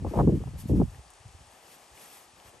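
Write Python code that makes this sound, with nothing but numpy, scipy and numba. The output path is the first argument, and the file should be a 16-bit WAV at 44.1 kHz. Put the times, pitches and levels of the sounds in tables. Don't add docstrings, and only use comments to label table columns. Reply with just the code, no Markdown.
import sys
import numpy as np
from scipy import signal
from scipy.fft import rfft, irfft
from scipy.io import wavfile
from scipy.ndimage import uniform_filter1d
from numba import njit

SR = 44100
rng = np.random.default_rng(int(sys.argv[2]) if len(sys.argv) > 2 else 0)


def nominal_scale(level):
    x = np.asarray(level, float) / 20
    return 10 ** x


def transcribe(signal):
    frames = np.atleast_2d(signal).T
    limited = np.clip(frames, -1, 1)
    pcm = np.round(limited * 32767).astype(np.int16)
    wavfile.write(sys.argv[1], SR, pcm)


N = 114660


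def unit(x):
    return x / np.sqrt(np.mean(x ** 2))


@njit
def svf(x, hz, damping, low):
    y, band, deep = np.empty(len(x)), 0., 0.
    for i in range(len(x)):
        g = np.tan(np.pi * hz[i] / SR)
        v = (band + g * (x[i] - deep)) / (1 + g * (g + damping))
        y[i] = low * (deep + g * v) + (1 - low) * damping * v
        band, deep = 2 * v - band, deep + 2 * g * v
    return y


def walk(rate_hz):
    hold = int(SR / rate_hz)
    steps = np.repeat(rng.standard_normal(N)[:N // hold + 1], hold)
    return 1.2 * uniform_filter1d(uniform_filter1d(steps, hold), hold)[:N]


def colour(x, table, tilt_db=0.):
    octave = np.log2(np.fft.rfftfreq(x.shape[-1], 1 / SR) + 1)
    hz, db = np.transpose(table)
    curve_db = np.interp(octave, np.log2(hz), db) + tilt_db * (octave - np.log2(3000))
    return irfft(rfft(x) * nominal_scale(curve_db), x.shape[-1])


def swell(count, rise):
    u, rise = np.arange(count) / count, np.clip(rise, .05, .9)
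    return np.sin(np.pi / 2 * np.minimum(u / rise, (1 - u) / (1 - rise))) ** 2


def add(out, x, start_s):
    i = int(start_s * SR)
    out[..., i:i + x.shape[-1]] += x[..., :N - i]


def hush():
    # frequency in Hz, level in dB per Hz.
    hush_tone = [(70, -16), (200, -11.5), (670, -3.5), (810, 0.5), (980, -5), (2800, -7.5), (11000, -7.5),
                 (13500, -61)]
    base = rfft(unit(colour(rng.standard_normal((2, N)), hush_tone)))
    octaves = np.log2(np.fft.rfftfreq(N, 1 / SR) + 1)
    out, together = 0, walk(1.0)
    for octave in np.arange(4, 15):
        band = irfft(base * np.clip(1 - abs(octaves - octave), 0, 1), N)
        out = out + band * nominal_scale(.5 * together + .8 * walk(9.33))
    return out * nominal_scale(-54.5)


def rumble():
    # time in seconds, rumble level in dB.
    gust = [(0, -32), (0.092, -25), (0.105, -39.5), (.16, -22), (.21, -20), (.35, -23.5), (.4, -32),
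            (.52, -38), (.64, -37.5), (0.699, -28.5), (0.728, -19.5), (0.821, -15.5), (.865, -34),
            (.9, -45), (1.03, -57.5), (1.5, -60), (1.7, -75), (2.6, -81)]
    times, levels = np.transpose(gust)
    flutter_db = 2.2 * walk(45)
    db = np.interp(np.arange(N) / SR, times, levels) + flutter_db
    top_hz = np.clip(230 * 2 ** ((db + 21) / 23.5), 40, 3000)
    gain = nominal_scale(db) * np.sqrt(SR / 2 / top_hz)

    def lead(x):
        return np.r_[x[2000:0:-1], x]

    out, top_hz = np.zeros((2, N)), lead(top_hz)
    for ch, noise in enumerate(rng.standard_normal((2, N))):
        push = svf(lead(noise * gain), top_hz, 1.48, 0.88)
        push = svf(push, top_hz, 1.46, 0.88)
        out[ch] = svf(push, 1.88 * top_hz, 1.41, 1.)[-N:]
    return out


def eddies():
    # start in seconds, length in seconds, level in dB, centre in Hz.
    eddy_rows = [(.046, 0.013, -30, 515), (.061, 0.024, -37.5, 580), (.106, 0.041, -38, 335),
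                 (.135, 0.018, -31, 634), (.172, 0.014, -27, 646), (0.184, 0.03, -24.5, 683),
                 (.2, 0.027, -25.5, 680), (0.215, 0.051, -29, 344), (0.24, 0.023, -25, 227),
                 (.268, 0.041, -14.5, 238), (.29, 0.031, -24, 338), (.315, 0.054, -23.5, 251),
                 (.345, 0.048, -33.5, 240), (.365, 0.031, -35, 230), (0.437, 0.0051, -40.5, 740),
                 (.45, 0.08, -40, 120), (.53, 0.13, -40, 111), (0.652, 0.014, -33, 230),
                 (0.69, 0.036, -28.5, 239.6), (0.726, 0.029, -27, 278), (.772, 0.057, -26, 230),
                 (0.797, 0.018, -25.5, 242), (.81, 0.02, -24, 241), (.828, 0.016, -25, 192),
                 (.15, 0.042, -34, 614), (.273, 0.0055, -39, 890), (.712, 0.017, -30, 336),
                 (.68, .09, -31, 98), (1.345, 0.012, -58, 258)]
    # start in seconds, length in seconds, level in dB, centre in
    # Hz.
    more_eddies = [(.398, 0.048, -43.5, 330), (0.72, 0.016, -35, 274), (.465, 0.034, -45.5, 290),
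                   (.533, 0.015, -50, 300), (.555, 0.015, -52, 490), (.59, 0.014, -52, 210), (.42, .1, -40, 123),
                   (.57, .08, -42, 85), (.99, .012, -58, 510), (0, .015, -63, 700), (1.53, 0.023, -64, 280),
                   (1.4, 0.033, -58, 190), (.194, 0.011, -28, 890), (0.014, 0.033, -47.5, 330),
                   (0.47, 0.024, -52, 800), (.798, .017, -28.5, 472), (.811, 0.017, -26.5, 474),
                   (.692, 0.027, -34, 410), (0.76, .07, -61.5, 66), (1.8, 0.051, -72, 66), (1.9, 0.081, -59, 66),
                   (.75, .02, -38, 370), (1.38, 0.051, -53, 73), (.63, .05, -40.5, 140)]
    # time in seconds, level in dB.
    puffs = [(0.916, -45.5), (0.952, -49), (0.985, -42), (1.062, -56.5), (1.108, -75), (1.202, -55.5),
             (1.254, -44), (1.291, -54), (1.343, -45.5), (1.389, -64), (1.44, -63), (1.474, -60),
             (1.529, -75), (1.632, -68), (1.94, -62), (2.33, -63), (2.45, -55), (2.475, -56.5),
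             (2.561, -64)]
    soft = [(s - 0.0084, 0.032, db, 93.5) for s, db in puffs]
    bursts = list(eddy_rows) + soft + list(more_eddies)
    out = np.zeros((2, N))
    for (s, length_s, db, hz), seed in zip(bursts, rng.standard_normal((len(bursts), 2, 4096))):
        n = min(int(length_s * SR), 3000)
        push = seed * np.pad(swell(n, 0.14), (0, 4096 - n))
        sag_hz = hz * 0.83 ** np.minimum(np.arange(4096) / n - .4, 1.)
        burst = []
        for p in push:
            p = svf(p, sag_hz, 0.98, 0.)
            p = svf(p, 1.63 * sag_hz, 0.94, 0.85)
            burst.append(svf(p, 1.073 * sag_hz, 1.45, 1.0))
        burst = np.array(burst)
        rms = np.sqrt(np.sum(burst ** 2, axis=1, keepdims=True) / (n / 2))
        add(out, nominal_scale(db) * burst / rms, s)
    return out


def wind():
    likeness, lead_s, left_db = 0.89, 0.0001, 1.0
    mid, side = (rumble() + eddies()) * np.sqrt(np.array([[1 + likeness], [1 - likeness]]) / 2)
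    t = np.arange(N) / SR
    right = np.interp(t + lead_s, t, mid - side)
    return np.array([(mid + side) * nominal_scale(left_db / 2), right * nominal_scale(-left_db / 2)])


def ticks():
    # start in seconds, level in dB, ring in Hz.
    snap_list = [(.105, -51, 6000), (0.946, -50, 1690), (1.103, -45, 9400), (1.110, -53, 8300),
                 (1.136, -48, 8000), (1.142, -52, 4200), (1.152, -54, 7700), (1.202, -54, 7300),
                 (1.28, -51, 7140), (1.313, -53, 7900), (1.325, -51, 8000), (1.47, -51, 8220),
                 (1.517, -51, 8500), (1.524, -50, 4700), (1.975, -48, 2350), (2.4, -50, 3020),
                 (1.08, -53, 4600), (.9, -53, 6000), (.907, -53, 7000)]
    out, n = np.zeros((2, N)), int(.005 * SR)
    for (s, db, hz), seed in zip(snap_list, rng.standard_normal((len(snap_list), 512))):
        ring = svf(seed[:n], np.full(n, 1. * hz), .3, 0.)
        add(out[0], nominal_scale(db) * unit(ring) * swell(n, 0.12), s)
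    return out


def fabric():
    # start in seconds, length in seconds, level in dB, brightness in dB per octave.
    strokes = [(0.049, 0.11, -50, -2), (0.096, 0.2, -48, -1.9), (0.34, 0.046, -57.5, 1),
               (0.5697, 0.074, -43.5, 4.5), (0.67, 0.063, -49.5, 3), (0.546, 0.16, -56, 3),
               (0.745, 0.051, -52.5, -2.5), (0.73, 0.16, -55, -3.5), (0.87, 0.19, -56, -2.3),
               (2.147, 0.23, -58, -4), (1.467, 0.2, -58, 0), (1.575, 0.42, -55.5, 0), (1.9, 0.31, -49.5, 1),
               (.125, 0.11, -60, 4), (0.66, 0.045, -58, 3), (1.7, 0.083, -57, 3), (0.233, 0.13, -56.5, -2),
               (1.99, 0.096, -59, 0.5), (2.09, .17, -54.5, 0.7), (0.24, 0.46, -57.5, -2),
               (.62, 0.43, -60, 3.5), (1.255, 0.34, -65, -1), (2.32, 0.5, -63, -0.5),
               (1.59, 0.28, -70, 0.5), (2.042, 0.3, -53.5, 2.4), (1.806, 0.4, -65.5, -1.5),
               (1.5, 0.13, -78, -5), (1.577, 0.2, -61.5, -0.1), (1.957, 0.19, -63.5, -4.5),
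               (2.3, 0.19, -59, -2.5), (2.431, 0.098, -52, -0.5), (2.514, 0.13, -53, -3)]
    # frequency in Hz, level in dB per Hz.
    cloth_tone = [(150, -5), (400, -2.5), (800, -4.5), (2000, -5), (6000, -6), (9000, -5), (11300, -1),
                  (15500, -14.5)]
    creases_per_s, crease_db, crease_share = 9300, 4, 0.57
    out, chance = np.zeros((2, N)), rng.random((2, N))
    size = (chance[0] < creases_per_s / SR) * nominal_scale(-crease_db * np.log(chance[1] + 0.0045))
    creases = unit(signal.lfilter([1], [1, -.9], size) * rng.standard_normal((2, N)))
    hiss = rng.standard_normal((2, N))
    rub = (crease_share * creases + hiss) * nominal_scale(0.78 * walk(40.34))
    for s, length_s, db, tilt_db in strokes:
        i = int(s * SR)
        n = min(int(length_s * SR), N - i)
        swish = unit(colour(rub[:, i:i + n], cloth_tone, tilt_db))
        add(out, nominal_scale(db) * swish * swell(n, 0.41), s)
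    return out


def ports(common, apart):
    # frequency in Hz, left minus right in dB, right's lead in turns, likeness from 0 to 1.
    spacing = [(60, .3, .001, .7), (350, 1.6, -.02, .94), (750, 5.4, -.03, .8), (1500, 4.1, .001, .45),
               (2000, 2.6, .04, .55), (2900, 4.1, -.12, .8), (5200, 4.6, -.13, .8), (6500, 2.6, -.02, .8),
               (7700, 1.2, -.13, .82), (8350, .01, -.015, .99), (8750, .01, .015, .997),
               (10250, .01, .5, .998), (11750, .01, .96, .9998), (12200, .01, 1.04, .9998),
               (12950, .01, 1.33, .9998), (13300, .01, 1.495, .9998), (14250, .01, 1.505, .9998),
               (14850, .01, 1.97, .9998), (15300, .01, 2, .9998)]
    f, tab = np.fft.rfftfreq(N, 1 / SR), np.array(spacing)
    db, turns, like = (np.interp(f, tab[:, 0], tab[:, k]) for k in (1, 2, 3))
    a = rfft(common) * np.sqrt((1 + like) / 2)
    b = rfft(apart) * np.sqrt((1 - like) / 2)
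    left = (a + b) * nominal_scale(db / 2)
    right = (a - b) * nominal_scale(-db / 2) * np.exp(2j * np.pi * turns)
    return irfft(np.array([left, right]), N)


def gate(x):
    offset, bins = 80, 8
    window = signal.windows.kaiser_bessel_derived(2048, 4 * np.pi)
    frame = dict(window=window, nperseg=2048, noverlap=1024, fs=SR)
    mid_side = np.array([x[0] + x[1], x[0] - x[1]]) / 2
    f, _, z = signal.stft(np.pad(mid_side, ((0, 0), (offset, 0))), **frame)
    power = (abs(z[:, :-1]) ** 2).reshape(2, -1, bins, z.shape[-1]).mean(axis=2)
    frame_db = 10 * np.log10(np.sum(abs(z[0]) ** 2, axis=0) + 1e-12)
    side_db = 3.5 * np.outer([0, 1], f[:-1] > 12000)[..., None]
    floor_db = -102.5 - .1 * (frame_db + 62) + side_db
    loud_enough = np.repeat(power, bins, axis=1) > nominal_scale(2 * floor_db)
    z[:, :-1] *= loud_enough | (f[:-1, None] < 7000)
    mid, side = signal.istft(z, **frame)[1][:, offset:offset + N]
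    return np.array([mid + side, mid - side])


def scene():
    air = hush() + ticks() + fabric()
    return wind() + ports(air[0], air[1])


def top_cut(x):
    return signal.sosfilt(signal.butter(12, 17070, fs=SR, output="sos"), x)


def record(dry):
    # frequency in Hz, level in dB.
    mic_body = [(1280, 0.92), (1420, -4.5), (1750, -0.6), (2080, -3.5), (2500, -2), (3500, -4), (3850, -7),
                (4400, -5.5)]
    # frequency in Hz, level in dB.
    mic_treble = [(11800, .1), (12800, -9), (14000, -13), (15650, -10.5), (15800, -50)]
    low_cut = signal.butter(4, 48.8, "high", fs=SR, output="sos")
    x = signal.sosfilt(low_cut, colour(colour(dry, mic_body), mic_treble))
    ceiling = 0.37
    mix = gate(ceiling * np.tanh(x / ceiling))
    return top_cut(mix)


dry = scene()
out = record(dry)
transcribe(out)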